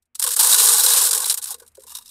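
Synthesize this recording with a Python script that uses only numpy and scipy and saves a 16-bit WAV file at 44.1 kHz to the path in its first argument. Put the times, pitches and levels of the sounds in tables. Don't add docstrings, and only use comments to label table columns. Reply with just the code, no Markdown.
import sys
import numpy as np
from scipy import signal
from scipy.fft import rfft, irfft
from scipy.io import wavfile

SR = 44100
rng = np.random.default_rng(int(sys.argv[2]) if len(sys.argv) > 2 else 0)


def makeup_ratio(level_db):
    decades = np.asarray(level_db, float) / 20
    return 10 ** decades


def unload_wav(signal):
    wavfile.write(
        sys.argv[1],
        SR,
        np.round(np.clip(np.atleast_2d(signal).T, -1, 1) * 32767).astype(np.int16),
    )


N = 92610

# time in seconds, level in dB.
FLOW = [(0.149, -77), (.21, -45), (.34, -36), (0.354, -43.5), (0.4, -18.5), (.51, -19.5), (1.05, -30),
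        (1.12, -38.5), (1.34, -45), (1.40, -69), (1.5, -43), (1.57, -71), (1.729, -85), (1.85, -67.5),
        (1.88, -55), (1.93, -52), (2.0, -59.5), (2.1, -65)]
# frequency in Hz, width in Hz, level in dB,
# extra dB once seeds strike the rim.
BRIGHT = [(2840, 95, -13.5, 22), (3760, 182, -23.5, 33), (5400, 940, -5, 9.5), (6815, 98, -0.5, -24),
          (8380, 2950, -8, 0.5), (12140, 680, -9, 6)]
# frequency in Hz, level in dB, T60 in seconds,
# extra dB once seeds strike the rim.
WALLS = [(363, -18, 0.092, -8), (419.6, -2, 0.11, -13), (472, 1.5, 0.11, 2), (526, -0.5, 0.09, -10),
         (673, -12, 0.0085, 1), (842, 2, 0.027, -10), (981, 3.5, 0.035, 8), (1078, 3, 0.057, 3),
         (1161, 1.5, 0.044, 7), (1470, 0.5, 0.033, -1), (1673, -4.5, 0.019, 4.5)]


def rms_one(x):
    return x / np.sqrt(np.mean(x ** 2) + 1e-20)


def shape(x, points):
    hz, db = np.transpose(points)
    f = np.arange(N // 2 + 1) * SR / N + 1
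    corners_hz = np.r_[hz[0] / 2, hz, hz[-1] * 2]
    corners_db = np.r_[db[0] - 30, db, db[-1] - 30]
    gain = makeup_ratio(np.interp(np.log(f), np.log(corners_hz), corners_db))
    return irfft(rfft(x) * gain, N)


def resonance(x, hz, width_hz):
    r = np.exp(-np.pi * width_hz / SR)
    b = (1 - r * r) / 2
    return signal.lfilter([b, 0, -b], [1, -2 * r * np.cos(2 * np.pi * hz / SR), r * r], x)


def seeds():
    panel, *levels = envelopes(landings())
    rim_end = 3 + len(BRIGHT)
    # frequency in Hz, level in dB.
    shell_colour = [(1200, -22.5), (2200, -28), (3800, -16.5), (6200, -18), (8600, -9.5), (12000, -13),
                    (14500, -20.5), (16300, -28.5)]
    even = rms_one(shape(clicks(), shell_colour))
    return shells(even, levels[:3]) + rim(even, levels[3:rim_end], panel) + walls(levels[rim_end:])


def landings():
    # start in seconds, level in dB, length in seconds, drumming in dB.
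    faint = [
        (.024, -68, 0.0043, -20),
        (.055, -73, .004, -20),
        (1.867, -46, 0.013, 6),
    ]
    first = [(0.151, -28.5, 0.0063, -21), (0.1954, -17.5, 0.0057, -6), (0.217, -21, 0.0014, 4),
             (0.224, -14.5, 0.0044, -34), (0.2389, -12, 0.0086, -1.5), (0.2644, -16.5, 0.0021, 8.5),
             (0.274, -16.5, 0.0033, -2), (0.288, -17.5, 0.0034, -6), (0.3055, -18.5, 0.0043, 0),
             (0.315, -18.5, 0.0036, -15), (0.3244, -18.5, 0.0045, -25), (0.3346, -18.5, 0.0077, -11),
             (0.3638, -12, 0.0036, 1), (0.391, -10, 0.012, -2), (0.4272, -13, 0.01, 4),
             (0.4461, -13, 0.0012, -13), (0.459, -15.5, 0.0096, 3), (0.494, -11.5, 0.017, -4)]
    last = [(1.5834, -49, 0.0033, 0), (1.598, -41.5, 0.0054, 9), (1.6206, -50, 0.014, 14),
            (1.648, -60, 0.002, 16.5), (1.664, -49.5, 0.0012, 8.5), (1.6774, -43, 0.0023, -13),
            (1.7064, -74, 0.0021, 5), (1.717, -60.5, 0.0018, 0), (1.751, -44, 0.0026, -5),
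            (1.77, -47, 0.0019, 7.5), (1.795, -48, 0.0017, -10), (1.8044, -45.5, 0.0028, -5),
            (1.8193, -44.5, 0.0024, 3), (1.8357, -41, 0.0019, 7)]
    trickle = [(1.879, -41, 0.005, -1), (1.8943, -41, 0.0013, -1), (1.9033, -40, 0.01, 0.5),
               (1.918, -38.5, .003, 2), (1.951, -28.5, 0.0047, -5.5), (1.9674, -33, 0.0066, -3),
               (1.9851, -35, 0.0018, 0), (2.009, -48, 0.0045, 2), (2.022, -46, 0.0027, -2),
               (2.058, -41, 0.0028, -17), (2.068, -48, 0.0012, -21), (2.077, -44.5, 0.0034, -17),
               (2.09, -43, 0.0063, -11.5)]
    # start in seconds, level in dB, length in seconds, panel in dB.
    rush = [(0.514, -26, 0.017, -6), (0.525, -10, 0.012, 15.5), (0.532, -8.6, 0.00083, 16.5),
            (0.543, -9, 0.0044, 4), (0.551, -22, 0.014, 7), (0.561, -15, 0.011, -6), (0.583, -8, 0.026, 3),
            (0.6, -20, 0.0074, 0), (0.605, -12.5, 0.02, -15), (0.629, -10, 0.012, -15),
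            (0.64, -14, 0.017, -13), (0.649, -9, 0.0011, -12), (0.656, -9.2, 0.001, -11),
            (0.668, -14, 0.011, -8), (0.674, -8.5, 0.00085, -9), (0.686, -9, 0.015, 2),
            (0.705, -14, 0.036, -10), (0.717, -12.5, 0.013, -10), (0.734, -10.5, 0.0043, -7),
            (0.743, -11.5, 0.017, 3), (0.764, -13.5, 0.014, 5), (0.781, -13.5, 0.025, 10),
            (0.796, -11.5, 0.0023, 10), (0.805, -15, 0.0056, 13), (0.819, -17.5, 0.019, 0),
            (0.835, -9, 0.021, -3), (0.862, -8, 0.0025, 10.5), (0.873, -15.5, 0.015, -8),
            (0.883, -11.5, 0.017, -4), (0.901, -10.5, 0.012, -5), (0.916, -13, 0.017, 13.5),
            (0.935, -10.5, 0.004, 2), (0.945, -13, 0.016, -11), (0.962, -10.5, 0.0025, -7),
            (0.969, -12, 0.022, -16), (0.977, -12, 0.00082, -13), (0.988, -13.5, 0.005, -1),
            (0.993, -17.9, 0.013, 7), (1.0, -18, 0.001, 6), (1.01, -13.5, 0.0065, 1),
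            (1.015, -13.5, 0.016, -2), (1.036, -13.5, 0.017, -10), (1.051, -14, 0.017, -7),
            (1.066, -17, 0.001, 5), (1.071, -12, 0.0011, 3), (1.078, -18.7, 0.019, -1),
            (1.089, -14, 0.001, 1)]
    # start in seconds, level in dB, length in seconds,
    # drumming in dB, panel in dB.
    thinning = [(1.109, -13, 0.0073, -8, -3), (1.115, -24.5, 0.02, 7, -7), (1.13, -14, 0.0064, 2.5, -9),
                (1.147, -13.5, 0.01, 1, -10), (1.165, -21.5, 0.0043, 6, 0), (1.176, -13, 0.0033, -5.5, -4),
                (1.19, -24.5, 0.0028, 8, -8), (1.202, -13, 0.001, 0, -11), (1.21, -27, 0.011, 12, -1),
                (1.218, -20, 0.017, -1, 4), (1.227, -27, 0.0094, 12.5, 4), (1.243, -16, 0.001, -10, 15.5),
                (1.256, -18, 0.0083, 1, 3), (1.274, -23.3, 0.001, 2, -3), (1.279, -21.7, 0.011, -10, -5),
                (1.285, -29, 0.017, 0, 1), (1.297, -12, 0.017, -7.5, 5), (1.321, -20, 0.0065, -1.5, 1),
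                (1.341, -16.5, 0.0024, -5, -17), (1.368, -36, 0.0025, 8, -13), (1.374, -24, 0.013, -5, -14),
                (1.392, -40.5, 0.005, 7.5, 15), (1.416, -34, 0.012, -4, -6), (1.424, -25.5, 0.01, -7, -16),
                (1.441, -21, 0.001, -11, -17), (1.456, -27.5, 0.0025, -12, -14),
                (1.466, -39, 0.008, -2, -4), (1.47, -29.5, 0.021, -3, -8), (1.488, -36.5, 0.019, 7, 4),
                (1.5, -41, 0.0087, 0, -3), (1.506, -24, 0.018, 1.5, -11), (1.524, -39.5, 0.01, 12.5, 19.5),
                (1.543, -27.5, 0.001, 1.5, 4), (1.563, -53.7, 0.001, 8, 15)]
    seeds_per_s, spread_db, mean_length_s, stream_db = 160, 6, 0.0028, 3
    panel_idle_db = -5.5

    s, level_db = np.transpose(FLOW)
    draw = rng.random((600, 3))
    when = s[0] + np.cumsum(-np.log(1 - draw[:, 0])) / seeds_per_s
    db = np.interp(when, s, level_db) + stream_db + spread_db * 2 * (draw[:, 1] - 0.5)
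    stream = np.transpose([when, db, mean_length_s * 2 * draw[:, 2], 0 * when])
    plain = np.vstack([faint, first, last, trickle, stream[when < N / SR]])
    plain = np.c_[plain, np.full(len(plain), panel_idle_db)]
    return np.vstack([np.insert(rush, 3, 0, axis=1), thinning, plain])


def landing_form(length):
    touch_s, touch_db, attack_s = 0.0031, -16, 0.0012
    release_t60_s, tail_db, tail_t60_s = 0.038, -19, 0.049
    sag_db_per_s = 242
    t = np.arange(4000) / SR - touch_s
    after = np.maximum(t - attack_s - abs(length), 0)
    rise = np.maximum(np.clip(t / attack_s, 0, 1) ** 4, makeup_ratio(2 * touch_db))
    body = makeup_ratio(-120 * after / release_t60_s - 2 * sag_db_per_s * np.maximum(t - after, 0))
    tail = makeup_ratio(2 * tail_db - 120 * after / tail_t60_s)
    lead_s = touch_s + attack_s / 2
    return rise * (body + tail), lead_s


def envelopes(rows):
    landing_db, bed_db = -3, -2.5
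    tilt_spread_db, ring_spread_db, mode_spread_db = 3, 5, 4.5
    rim_s, rim_dull_db = 1.86, -3
    light_s, light_db = 1.19, -3.5
    other = 3 + len(BRIGHT)
    count = other + len(WALLS)
    drummed = np.r_[np.zeros(other), np.ones(len(WALLS))]
    spread_db = np.r_[tilt_spread_db, 0, tilt_spread_db,
                      np.full(len(BRIGHT), ring_spread_db), np.full(len(WALLS), mode_spread_db)]
    rim_db = np.r_[rim_dull_db, 0, 0, [row[3] for row in BRIGHT], [row[3] for row in WALLS]]
    lightness_db = np.r_[np.zeros(other), [light_db * (row[0] < 600) for row in WALLS]]

    power = np.zeros((count + 1, N + 4000))
    colours = np.clip(rng.standard_normal((len(rows), count)), -2, 1)
    for (s, db, length, drum_db, panel_db), colour in zip(rows, colours):
        form, lead_s = landing_form(length)
        part_db = colour * spread_db + drummed * drum_db
        part_db = part_db + rim_db * (s > rim_s) + lightness_db * (s > light_s)
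        gain = makeup_ratio(2 * (db + landing_db + np.r_[panel_db, part_db]))
        i = max(int((s - lead_s) * SR), 0)
        power[:, i:i + len(form)] += gain[:, None] * form

    s, level_db = np.transpose(FLOW)
    bed = np.interp(np.arange(N) / SR, s, level_db, left=-120) + bed_db
    return np.sqrt(power[:, :N] + makeup_ratio(2 * bed))


def clicks():
    clicks_per_s, size_spread_db = 14000, 2.3
    draw = rng.random((3, N))
    sizes = makeup_ratio(-size_spread_db * np.log(draw[0] + 0.0023)) * np.sign(draw[1] - 0.5)
    return rms_one(sizes * (draw[2] < clicks_per_s / SR))


def shells(even, levels):
    dull = signal.sosfiltfilt(signal.butter(2, 5000, fs=SR, output="sos"), even)
    bright = signal.sosfiltfilt(signal.butter(2, 11000, "high", fs=SR, output="sos"), even)
    return levels[0] * dull + levels[1] * (even - dull - bright) + levels[2] * bright


def rim(even, levels, panel):
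    panel_hz, panel_width_hz, panel_db = 3982, 230, -2
    out = makeup_ratio(panel_db) * resonance(panel * even, panel_hz, panel_width_hz)
    for level, (hz, width_hz, db, _) in zip(levels, BRIGHT):
        out = out + makeup_ratio(db) * resonance(level * even, hz, width_hz)
    return out


def walls(levels):
    blows_db, knock_deep_db = -1, 10
    blows = makeup_ratio(blows_db) * clicks()
    plain_knocks, third_knocks = knocks()
    out = np.zeros(N)
    for k, (level, (hz, db, t60, _)) in enumerate(zip(levels, WALLS)):
        knock = third_knocks if k == 2 else plain_knocks
        knock = knock * makeup_ratio(knock_deep_db * (hz < 380))
        width_hz = np.log(1000) / np.pi / t60
        out += (-1) ** k * makeup_ratio(db) * resonance(level * blows + knock, hz, width_hz)
    return out


def knocks():
    # time in seconds, peak in dB, extra dB of the third mode.
    knock_rows = [
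        (1.538, -46, 9),
        (1.573, -50.5, 5.5),
        (1.611, -39.5, 0.5),
        (1.775, -29.5, -16),
        (1.842, -51, 4.5),
    ]
    knock_db, soft_hz = 44.5, 600
    s, db, third_db = np.transpose(knock_rows)
    pulses = np.zeros((2, N))
    pulses[:, (s * SR).astype(int)] = makeup_ratio([db + knock_db, db + knock_db + third_db])
    return signal.sosfilt(signal.butter(14, soft_hz, fs=SR, output="sos"), pulses)


def distance():
    # frequency in Hz, level in dB.
    hum_lines = [(75.4, -68), (236.9, -74)]
    # frequency in Hz, level in dB.
    rumble_colour = [(25, 7.5), (60, 0), (130, 0), (300, -10), (2500, -12)]
    hum_width_hz, steady_share, rumble_db = 12, 0.55, -71.5
    white = rng.standard_normal(N)
    t = np.arange(N) / SR
    out = makeup_ratio(rumble_db) * rms_one(shape(rng.standard_normal(N), rumble_colour))
    for hz, db in hum_lines:
        steady = np.sqrt(2) * np.sin(2 * np.pi * hz * t)
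        wavering = rms_one(resonance(white, hz, hum_width_hz))
        out += makeup_ratio(db) * (steady_share * steady + (1 - steady_share) * wavering)
    return out


def scene():
    gate_s, gate_db, body_cut_hz = 0.176, -16, 402
    gate = makeup_ratio(np.interp(np.arange(N) / SR, [gate_s - 0.01, gate_s], [gate_db, 0]))
    rounded = 0.9 * np.tanh(1.091 * seeds())
    near = signal.sosfilt(signal.butter(2, body_cut_hz, "high", fs=SR, output="sos"), rounded)
    return (near + gate * distance())[None]


def band_limit(x):
    return signal.sosfilt(signal.butter(12, 16350, fs=SR, output="sos"), x)


def record(dry):
    top_hz = 16150
    mix = signal.sosfilt(signal.cheby2(20, 70, top_hz, fs=SR, output="sos"), dry)
    return band_limit(mix)


dry = scene()
out = record(dry)
unload_wav(out)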